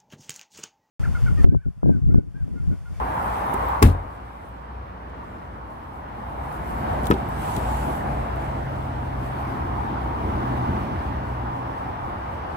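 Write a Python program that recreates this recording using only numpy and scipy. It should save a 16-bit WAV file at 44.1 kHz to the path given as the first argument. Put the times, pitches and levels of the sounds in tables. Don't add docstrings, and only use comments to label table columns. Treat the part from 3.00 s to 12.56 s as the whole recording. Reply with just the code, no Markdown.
import sys
import numpy as np
from scipy import signal
from scipy.fft import rfft, irfft, next_fast_len
from scipy.io import wavfile
from scipy.ndimage import uniform_filter1d, map_coordinates

SR = 44100
rng = np.random.default_rng(int(sys.argv[2]) if len(sys.argv) > 2 else 0)


def undo_db(level):
    steps = np.asarray(level, float) / 20
    return 10 ** steps


def put_to_file(sound):
    columns = np.atleast_2d(sound).T
    safe = np.clip(columns, -1, 1)
    whole_steps = np.round(safe * 32767)
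    wavfile.write(sys.argv[1], SR, whole_steps.astype(np.int16))


N = 421596
PORT_LAG = 21


def unit(x):
    return x / np.sqrt(np.mean(x ** 2) + 1e-20)


def along(points, hz):
    f, v = np.transpose(points)
    return np.interp(np.log(hz + 1), np.log(f + 1), v)


def curves(rows):
    s, *cols = np.transpose(rows)
    return [np.interp(np.arange(N) / SR, s, c) for c in cols]


def wobble(rate):
    steps = np.arange(0, N, 32)
    knots = rng.standard_normal(int(N * rate / SR) + 4)
    return np.interp(np.arange(N), steps, map_coordinates(knots, [steps * rate / SR]))


def filtered(x, response):
    m = next_fast_len(x.shape[-1] + 8192, True)
    return irfft(rfft(x, m) * response(np.fft.rfftfreq(m, 1 / SR)), m)[..., :x.shape[-1]]


def placed(x, side, pan_db):
    ears = np.array([[1], [-1]])
    travel_s = side * PORT_LAG / SR
    return filtered(x, lambda hz: undo_db(ears * pan_db / 2) * np.exp(-1j * np.pi * hz * travel_s * ears))


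def ridged(x, centre_hz, octaves, lift_db):
    hz, t, z = signal.stft(x.astype(np.float32), SR, nperseg=1024)
    centre, lift = (np.interp(t, np.arange(N) / SR, v) for v in (centre_hz, lift_db))
    distance = np.log2((hz[:, None] + 1) / centre) / octaves
    ridge = lift * np.exp(-distance ** 2 / 2)
    return unit(signal.istft(z * undo_db(ridge).astype(np.float32), SR, nperseg=1024)[1][:, :N])


def swells(middle_s, half_s, order):
    t = np.arange(0, N, 64) / SR
    return 1 / (1 + np.abs((t - np.c_[middle_s]) / np.c_[half_s]) ** order)


def summed(shapes, db, floor_db):
    power = undo_db(db) ** 2 @ shapes + undo_db(floor_db) ** 2
    return np.interp(np.arange(N), np.arange(0, N, 64), 10 * np.log10(power))


def together(*db):
    return 10 * np.log10(sum(undo_db(one) ** 2 for one in db))


# f/Hz, share 0-1
DIRECT = [(60, 0.96), (200, 1), (400, 1), (900, 0.41), (2500, 0.43), (8000, 0.12)]


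def rush(spectrum, right_share, patchy_db, size=N):
    z = signal.stft(rng.standard_normal((4, size), dtype=np.float32), nperseg=512)[2]
    field = uniform_filter1d(rng.standard_normal(z.shape[1:]), size=4, axis=0)
    field = uniform_filter1d(field, size=14, axis=1)
    noise = signal.istft(z * undo_db(patchy_db * unit(field)).astype(np.float32), nperseg=512)[1][:, :size]
    share = np.clip(right_share, 0, 1)
    late = np.roll(noise[:2], PORT_LAG, axis=1)
    from_right = np.sqrt(share) * np.array([late[0], noise[0]])
    from_left = np.sqrt(1 - share) * np.array([noise[1], late[1]])
    m = next_fast_len(size + 8192, True)
    hz = np.fft.rfftfreq(m, 1 / SR)
    clear = np.clip(along(DIRECT, hz), 0, 1)
    mixed = np.sqrt(clear) * rfft(from_right + from_left, m) + np.sqrt(1 - clear) * rfft(noise[2:], m)
    return unit(irfft(mixed * undo_db(along(spectrum, hz)), m)[:, :size])


# t/s nearest, half length/s, tyre roar level/dB, engine level/dB, tread song f/Hz
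PASSES = [(-.1, 0.25, -35, -39.5, 830), (.3, 0.24, -32, -45.5, 850), (0.695, 0.2, -30, -43, 975),
          (2.703, 0.77, -36, -37.5, 900), (3.35, 0.66, -37, -47, 850), (3.926, 0.15, -35.5, -35, 780),
          (4.625, 0.23, -36.5, -44.5, 880), (5.004, 0.48, -34, -37, 700), (5.49, 0.43, -45, -43, 770),
          (6.608, 0.097, -38.5, -37.5, 760), (6.936, 0.4, -37.5, -38, 900),
          (7.402, 0.14, -39.5, -33.5, 950), (7.69, 0.23, -36.5, -31.5, 780), (8.56, 1, -38, -47, 870),
          (9.0, 0.46, -40.5, -47, 950)]
# t/s nearest, half length/s, roar level/dB, engine level/dB
PLAIN = [
    (1.35, 0.19, -36.5, -51.5),
    (2.112, 0.38, -34, -42.5),
    (6.303, 0.18, -40, -53),
    (8.105, 0.17, -47.5, -42),
    (9.6, 0.14, -37, -50),
]
FAR_ROAR_DB, FAR_BOOM_DB, FAR_TREAD_DB = -48, -54, -61.5
FAR_SONG_HZ = 850
DOPPLER, SHARP_DB = .04, 8.5
TREAD_OVER_ROAR_DB, PLAIN_TREAD_DB = -25.5, -23.5


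def traffic():
    songless = [(*row, FAR_SONG_HZ) for row in PLAIN]
    s, half_s, roar_db, engine_db, song_hz = np.transpose([*PASSES, *songless])
    sings = np.arange(len(s)) < len(PASSES)
    near = swells(s, half_s, order=2)
    ahead = (np.c_[s] - np.arange(0, N, 64) / SR) / np.c_[half_s]
    heard = np.c_[undo_db(roar_db) ** 2] * near
    pitch = np.c_[song_hz] * (1 + DOPPLER * ahead / np.sqrt(1 + ahead ** 2))
    singing = heard[sings].sum(0)
    centre = (heard * pitch)[sings].sum(0) / singing
    sharp = SHARP_DB * singing / (heard.sum(0) + undo_db(FAR_ROAR_DB) ** 2)
    slow = [np.interp(np.arange(N), np.arange(0, N, 64), v) for v in (centre, sharp)]
    sizzle_db = summed(near, roar_db + np.where(sings, TREAD_OVER_ROAR_DB, PLAIN_TREAD_DB), FAR_TREAD_DB)
    return summed(near, roar_db, FAR_ROAR_DB), summed(near, engine_db, FAR_BOOM_DB), sizzle_db, *slow


# t/s middle, half length/s, level/dB, brightness/dB
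SWISHES = [(0.453, .3, -59.5, 6.5), (1.25, .3, -63.5, 0), (2.352, 0.14, -64, -3), (2.78, 0.086, -63, 3),
           (2.97, .05, -64, 3), (3.31, 0.16, -66, 5), (3.667, 0.18, -61.5, 5), (4.1, 0.18, -61.5, 0.5),
           (4.503, 0.097, -49.5, -0.5), (4.69, .1, -52, -3), (4.886, 0.092, -53.5, 3.5),
           (5.246, 0.51, -63.5, -3), (6.36, .17, -65.5, 4.5)]
AIR_DB = -74
PUFF_S, PUFF_EVERY_S, PUFF_HALF_S = 5.79, .2525, .05
PUFF_DB, PUFF_FADES_DB_PER_S, PUFF_BRIGHT_DB = -67.5, .5, 0


def swish():
    s, half_s, db, bright_db = np.transpose(SWISHES)
    since = np.arange(16) * PUFF_EVERY_S
    puffs = swells(PUFF_S + since, np.full(len(since), PUFF_HALF_S), order=4)
    puff_db = summed(puffs, PUFF_DB - PUFF_FADES_DB_PER_S * since, -120)
    strokes = swells(s, half_s, order=4)
    brush_db = summed(strokes, db, AIR_DB)
    hiss_db = together(brush_db, puff_db)
    lifted_db = together(summed(strokes, db + bright_db, AIR_DB), puff_db + PUFF_BRIGHT_DB)
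    return brush_db, hiss_db, lifted_db - hiss_db


# t/s, share 0-1
RIGHT = [(0, 0), (.7, 0.63), (1.05, 0.8), (1.7, 0.3), (2.2, 0.26), (2.6, 0.73), (3.5, 0.48), (4.5, 0.84),
         (5.5, 0.78), (6.5, 0.44), (7.5, 0.9), (8.5, 0.97), (9.56, 0.58)]
# f/Hz, level/dB per Hz
RUMBLE = [(13, -41.5), (28, -2), (45, 2.5), (65, 5.5), (151, -6), (220, -15), (290, -54), (480, -120)]
EXHAUST = [(120, -40), (180, 1.5), (250, 3.5), (350, 0), (480, -10.5), (700, -47)]
TYRES = [(300, -16.5), (430, -3), (560, -0.5), (700, -0.5), (900, 0), (1150, -1.5), (1500, -5.5),
         (1900, -11.5), (2400, -19), (3200, -49)]
TREAD = [(1400, -12.5), (2000, -6.5), (2900, -3), (4000, -13), (5500, -17.5), (7000, -29), (9000, -35)]
AIR = [(4000, -7), (6000, -8.5), (7260, -2), (8150, 0), (9560, -3.5), (11200, -2), (14200, -5),
       (15800, -14.5)]
RUMBLE_OVER_IDLE_DB, RUMBLE_OVER_ENGINE_DB, FAR_RUMBLE_DB = -4, 2, -37
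TREAD_OVER_ENGINE_DB, TREAD_OVER_SWISH_DB = -26, -2.5
BRIGHT_HZ = 13000


def road():
    roar_db, exhaust_db, sizzle_db, centre_hz, sharp_db = traffic()
    brush_db, hiss_db, bright_db = swish()
    idle_db = curves(IDLE)[1]
    rumble_db = together(idle_db + RUMBLE_OVER_IDLE_DB, exhaust_db + RUMBLE_OVER_ENGINE_DB, FAR_RUMBLE_DB)
    tread_db = together(sizzle_db, exhaust_db + TREAD_OVER_ENGINE_DB, brush_db + TREAD_OVER_SWISH_DB)
    right, swell = curves(RIGHT)[0], wobble(6)
    low = undo_db(rumble_db + 2.0 + 0.26 * wobble(5.1)) * rush(RUMBLE, right, patchy_db=0.5)
    boom = undo_db(exhaust_db + 0.57 + 0.98 * wobble(25)) * rush(EXHAUST, right, patchy_db=1.0)
    sung = ridged(rush(TYRES, right, patchy_db=1.15), centre_hz, octaves=0.31, lift_db=sharp_db)
    roar = undo_db(roar_db + 4.0 + 0.37 * swell) * sung
    tread = undo_db(tread_db + 4.5 + .5 * swell) * rush(TREAD, right, patchy_db=1.0)
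    spray = ridged(rush(AIR, right, patchy_db=2.5), np.full(N, BRIGHT_HZ), octaves=0.38, lift_db=bright_db)
    hiss = undo_db(hiss_db + 3.5 + 1.4 * wobble(20)) * spray
    return low + boom + roar + tread + hiss


def drone(rows, drift_hz, flutter_db):
    hz, db = curves(rows)
    first, last = rows[0][0], rows[-1][0]
    on = np.interp(np.arange(N) / SR, [first - .2, first, last, last + 0.35], [0, 1, 1, 0])
    phase = 2 * np.pi * np.cumsum(hz + drift_hz * wobble(11)) / SR
    return on * undo_db(db + 5.5 + flutter_db * wobble(7.4)) * np.sin(phase)


# t/s, firing rate f/Hz, level/dB
IDLE = [(0, 58.5, -35.5), (1.1, 58.5, -33), (2.2, 60, -31.5), (3.0, 59.5, -35), (3.9, 60, -30.5),
        (4.5, 59.5, -31), (5.3, 59, -31.5), (6.0, 60.5, -38), (6.4, 62.5, -33.5), (7.6, 61.5, -40),
        (8.2, 61.5, -36), (8.9, 59.5, -44), (9.56, 58, -53)]
# t/s, drone f/Hz, level/dB
LORRY = [
    (3.3, 149, -46),
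    (4.5, 142, -43),
    (5.6, 132.5, -38),
    (6.2, 128, -37),
    (6.8, 125, -39),
    (8.1, 122.5, -37),
    (8.7, 123, -41),
    (9.1, 121, -48),
]
# t/s, f/Hz, level/dB
ORDERS = [
    [(3.4, 220, -55), (3.9, 219, -47), (4.6, 213, -54), (5.2, 210, -52)],
    [(5.3, 92, -39), (6.0, 90, -36), (6.8, 88, -49), (7.6, 86, -41), (8.4, 84, -47)],
]


def engines():
    near = drone(IDLE, drift_hz=1.6, flutter_db=2.5) + drone(LORRY, drift_hz=.6, flutter_db=2.2)
    far = sum(drone(rows, drift_hz=1.29, flutter_db=3.0) for rows in ORDERS)
    return placed(near + far, .5, .3)


DUCK_S, DUCK_DB, DUCK_FALL_S, DUCK_HOLD_S, DUCK_RISE_S = 0.7, -9.5, 0.33, 1.93, 0.88


def ducking():
    corners = DUCK_S + np.cumsum([0, DUCK_FALL_S, DUCK_HOLD_S, DUCK_RISE_S])
    return undo_db(DUCK_DB * np.interp(np.arange(N) / SR, corners, [0, 1, 1, 0]))


def shaking(spectrum, start, level_db, t60, cut):
    t, out = np.arange(SR) / SR, np.zeros((2, N))
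    turned_down = 1 + np.exp(np.clip((t - cut) / 0.027, -50, 50))
    shape = undo_db(-60 * t / t60 + 1.8 * wobble(150)[:SR]) / turned_down
    noise = rush(spectrum, 0.15, patchy_db=1.0, size=SR)
    out[:, round(start * SR):][:, :SR] = undo_db(level_db) * shape * noise * undo_db([[4], [-4]])
    return out


# f/Hz, level/dB per Hz
ECHO = [(100, -20), (220, 0), (500, -0.5), (900, 1), (1300, -15), (2500, -30), (5000, -70)]


def yard():
    return shaking(ECHO, start=.87, level_db=-36, t60=1.45, cut=0.42)


# f/Hz, level/dB per Hz
RATTLE = [(100, -28), (200, 24.5), (400, 16.5), (700, 4), (1500, 1.5), (3000, -6.5), (6000, -16),
          (12000, -12.5), (16000, -20)]


def rattle():
    return shaking(RATTLE, start=.827, level_db=-15.5, t60=0.26, cut=0.13)


def clicks(rows, t60, pan_db):
    out, t = np.zeros((2, N + SR)), np.arange(SR // 10) / SR
    decay = undo_db(-60 * t / t60) + 0.041 * undo_db(-15 * t / t60)
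    envelope = decay * (1 - np.exp(-t / 0.00058))
    for s, db, centre_hz, spread in rows:
        noise = rng.standard_normal((3, len(t)))
        scattered = noise[0] + 1.3 * noise[1:]
        burst = filtered(scattered, lambda hz: np.exp(-(np.log2((hz + 1) / centre_hz) / spread) ** 2 / 2))
        out[:, round(s * SR):][:, :len(t)] += placed(unit(burst) * undo_db(db - 9) * envelope, -0.774, pan_db)
    return out[:, :N]


# t/s, peak level/dB, centre f/Hz, spread/octaves
TICKS = [
    (.0154, -57, 13800, 0.17),
    (.1544, -44, 14600, 0.22),
    (.536, -31, 11600, .31),
    (.5406, -27.5, 10500, .55),
    (.6866, -31, 14100, .14),
    (1.4882, -49, 13400, 0.48),
    (2.0986, -58, 7000, 0.65),
    (3.5254, -43, 11000, 0.72),
    (4.5644, -25.5, 8000, .8),
    (5.3602, -43, 10900, .6),
]
STRIKER = [
    (.8215, -25, 9000, 1),
    (.8256, -8, 4500, 1.8),
    (.8295, -16, 3000, 1.8),
    (.8738, -30, 9000, 1.2),
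]
HANDLE = [
    (4.0334, -36, 11000, .7),
    (4.042, -38, 5600, 1.3),
    (4.047, -37, 5000, 1.1),
    (4.0556, -29, 7000, 1.1),
    (4.06, -33, 4500, 0.92),
    (4.0681, -22, 10200, 0.73),
    (4.0727, -30, 8000, 0.42),
    (4.083, -35, 13000, .3),
]
LATCH = [
    (4.1012, -27, 9960, 0.83),
    (4.1066, -23, 11500, 0.61),
    (4.1095, -24, 1200, 0.85),
    (4.1118, -23.5, 2800, 1),
    (4.12, -13.5, 1500, 0.72),
    (4.132, -35, 5000, 1.2),
    (4.139, -38, 5000, 1.9),
    (4.147, -45, 6000, 1.1),
    (4.2882, -33, 13500, .2),
]
# t/s, peak level/dB
PAWL = [
    (4.042, -31),
    (4.068, -24),
    (4.1392, -27),
    (4.564, -24),
]
PAWL_HZ, PAWL_OCTAVES = 3420, 0.27


def contacts():
    lever = [(s, db, PAWL_HZ, PAWL_OCTAVES) for s, db in PAWL]
    loose = clicks(TICKS, t60=0.015, pan_db=19)
    slam = clicks(STRIKER, t60=0.022, pan_db=17)
    pull = clicks(HANDLE, t60=0.016, pan_db=15.5)
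    release = clicks(LATCH, t60=0.033, pan_db=4) + clicks(lever, t60=0.024, pan_db=1)
    return loose + slam + pull + release


def panel(blows, modes, gain_db):
    out, t = np.zeros(N + SR), np.arange(SR // 2) / SR
    ring = sum(undo_db(db - 60 * t / t60) * np.sin(2 * np.pi * hz * t) for hz, db, t60 in modes)
    for s, strength, contact_ms in blows:
        push = np.sin(np.pi * np.clip(t[:SR // 50] * 1000 / contact_ms, 0, 1))
        struck = signal.fftconvolve(ring, push / push.sum())[:len(t)]
        out[round(s * SR):][:len(t)] += strength * struck
    return undo_db(gain_db) * out[:N]


# t/s, signed strength, contact/ms
RELEASE = [
    (4.1028, -1, 2.33),
    (4.1095, -0.1, 2.2),
    (4.112, 0.42, 0.14),
    (4.122, -.4, 3.5),
    (4.1255, 0.57, 2.34),
    (4.138, 0.39, 2.9),
    (4.568, -0.077, 1.9),
    (4.577, -0.3, 2.9),
    (.541, 0.19, 2.4),
]
# f/Hz, level/dB, t60/s
FRONT_DOOR = [(132, -5, 0.1), (210, -19, 0.038), (240, -2.5, 0.035), (295, -12, 0.097), (388, 7.5, 0.12),
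              (465, 9.5, 0.037), (571, -6, 0.07), (760, -12, 0.038), (990, 7, 0.033), (1270, 9.5, 0.042),
              (1730, 8, 0.014), (2510, 2, 0.0056), (3200, -7, .015), (3640, -14, .02)]


def front_door():
    return placed(panel(RELEASE, FRONT_DOOR, gain_db=-12), -0.67, 2.5)


# t/s, signed strength, contact/ms
SLAM = [
    (.8203, -0.26, 1.2),
    (.8217, 0.11, 1.5),
    (.8233, -0.17, 1.3),
    (.8255, -0.31, 0.12),
    (.829, -2, 13.7),
    (.8375, 0.5, 2.14),
    (.851, -1.29, 3.9),
    (.862, -0.035, 3.8),
    (.874, 0.21, 2.6),
]
# f/Hz, level/dB, t60/s
REAR_DOOR = [(46.7, -5, 0.52), (61.4, 0.5, 0.09), (86, 6.5, 0.33), (104, -13, 0.3), (127, -26, .15),
             (138.8, -6, 0.37), (205, -18, 0.058), (220, -5.5, 0.19), (255.5, -12, 0.14), (286, -6.5, 0.24),
             (321, -6, 0.053), (420, 3, 0.028), (446, -22.5, .1), (530, -2.5, 0.031), (720, -6.5, .08),
             (850, -1, 0.083), (1094, 9, 0.039), (1470, -6, .03), (2010, 3, .02)]


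def rear_door():
    return placed(panel(SLAM, REAR_DOOR, gain_db=-5.5), -0.71, 1.5)


def scene():
    background = ducking() * (road() + engines())
    return background + yard() + rattle() + contacts() + front_door() + rear_door()


def roll_off(x):
    return signal.sosfilt(signal.butter(12, 16450, fs=SR, output="sos"), x)


def record(dry):
    heard = filtered(dry, lambda hz: (1j * hz / (34 + 1j * hz)) ** 4)
    rounded = heard / (1 + np.abs(heard / 1.3) ** 6) ** (1 / 6)
    mix = filtered(rounded, lambda hz: hz < 15830)
    return roll_off(mix)


dry = scene()
out = record(dry)
put_to_file(out)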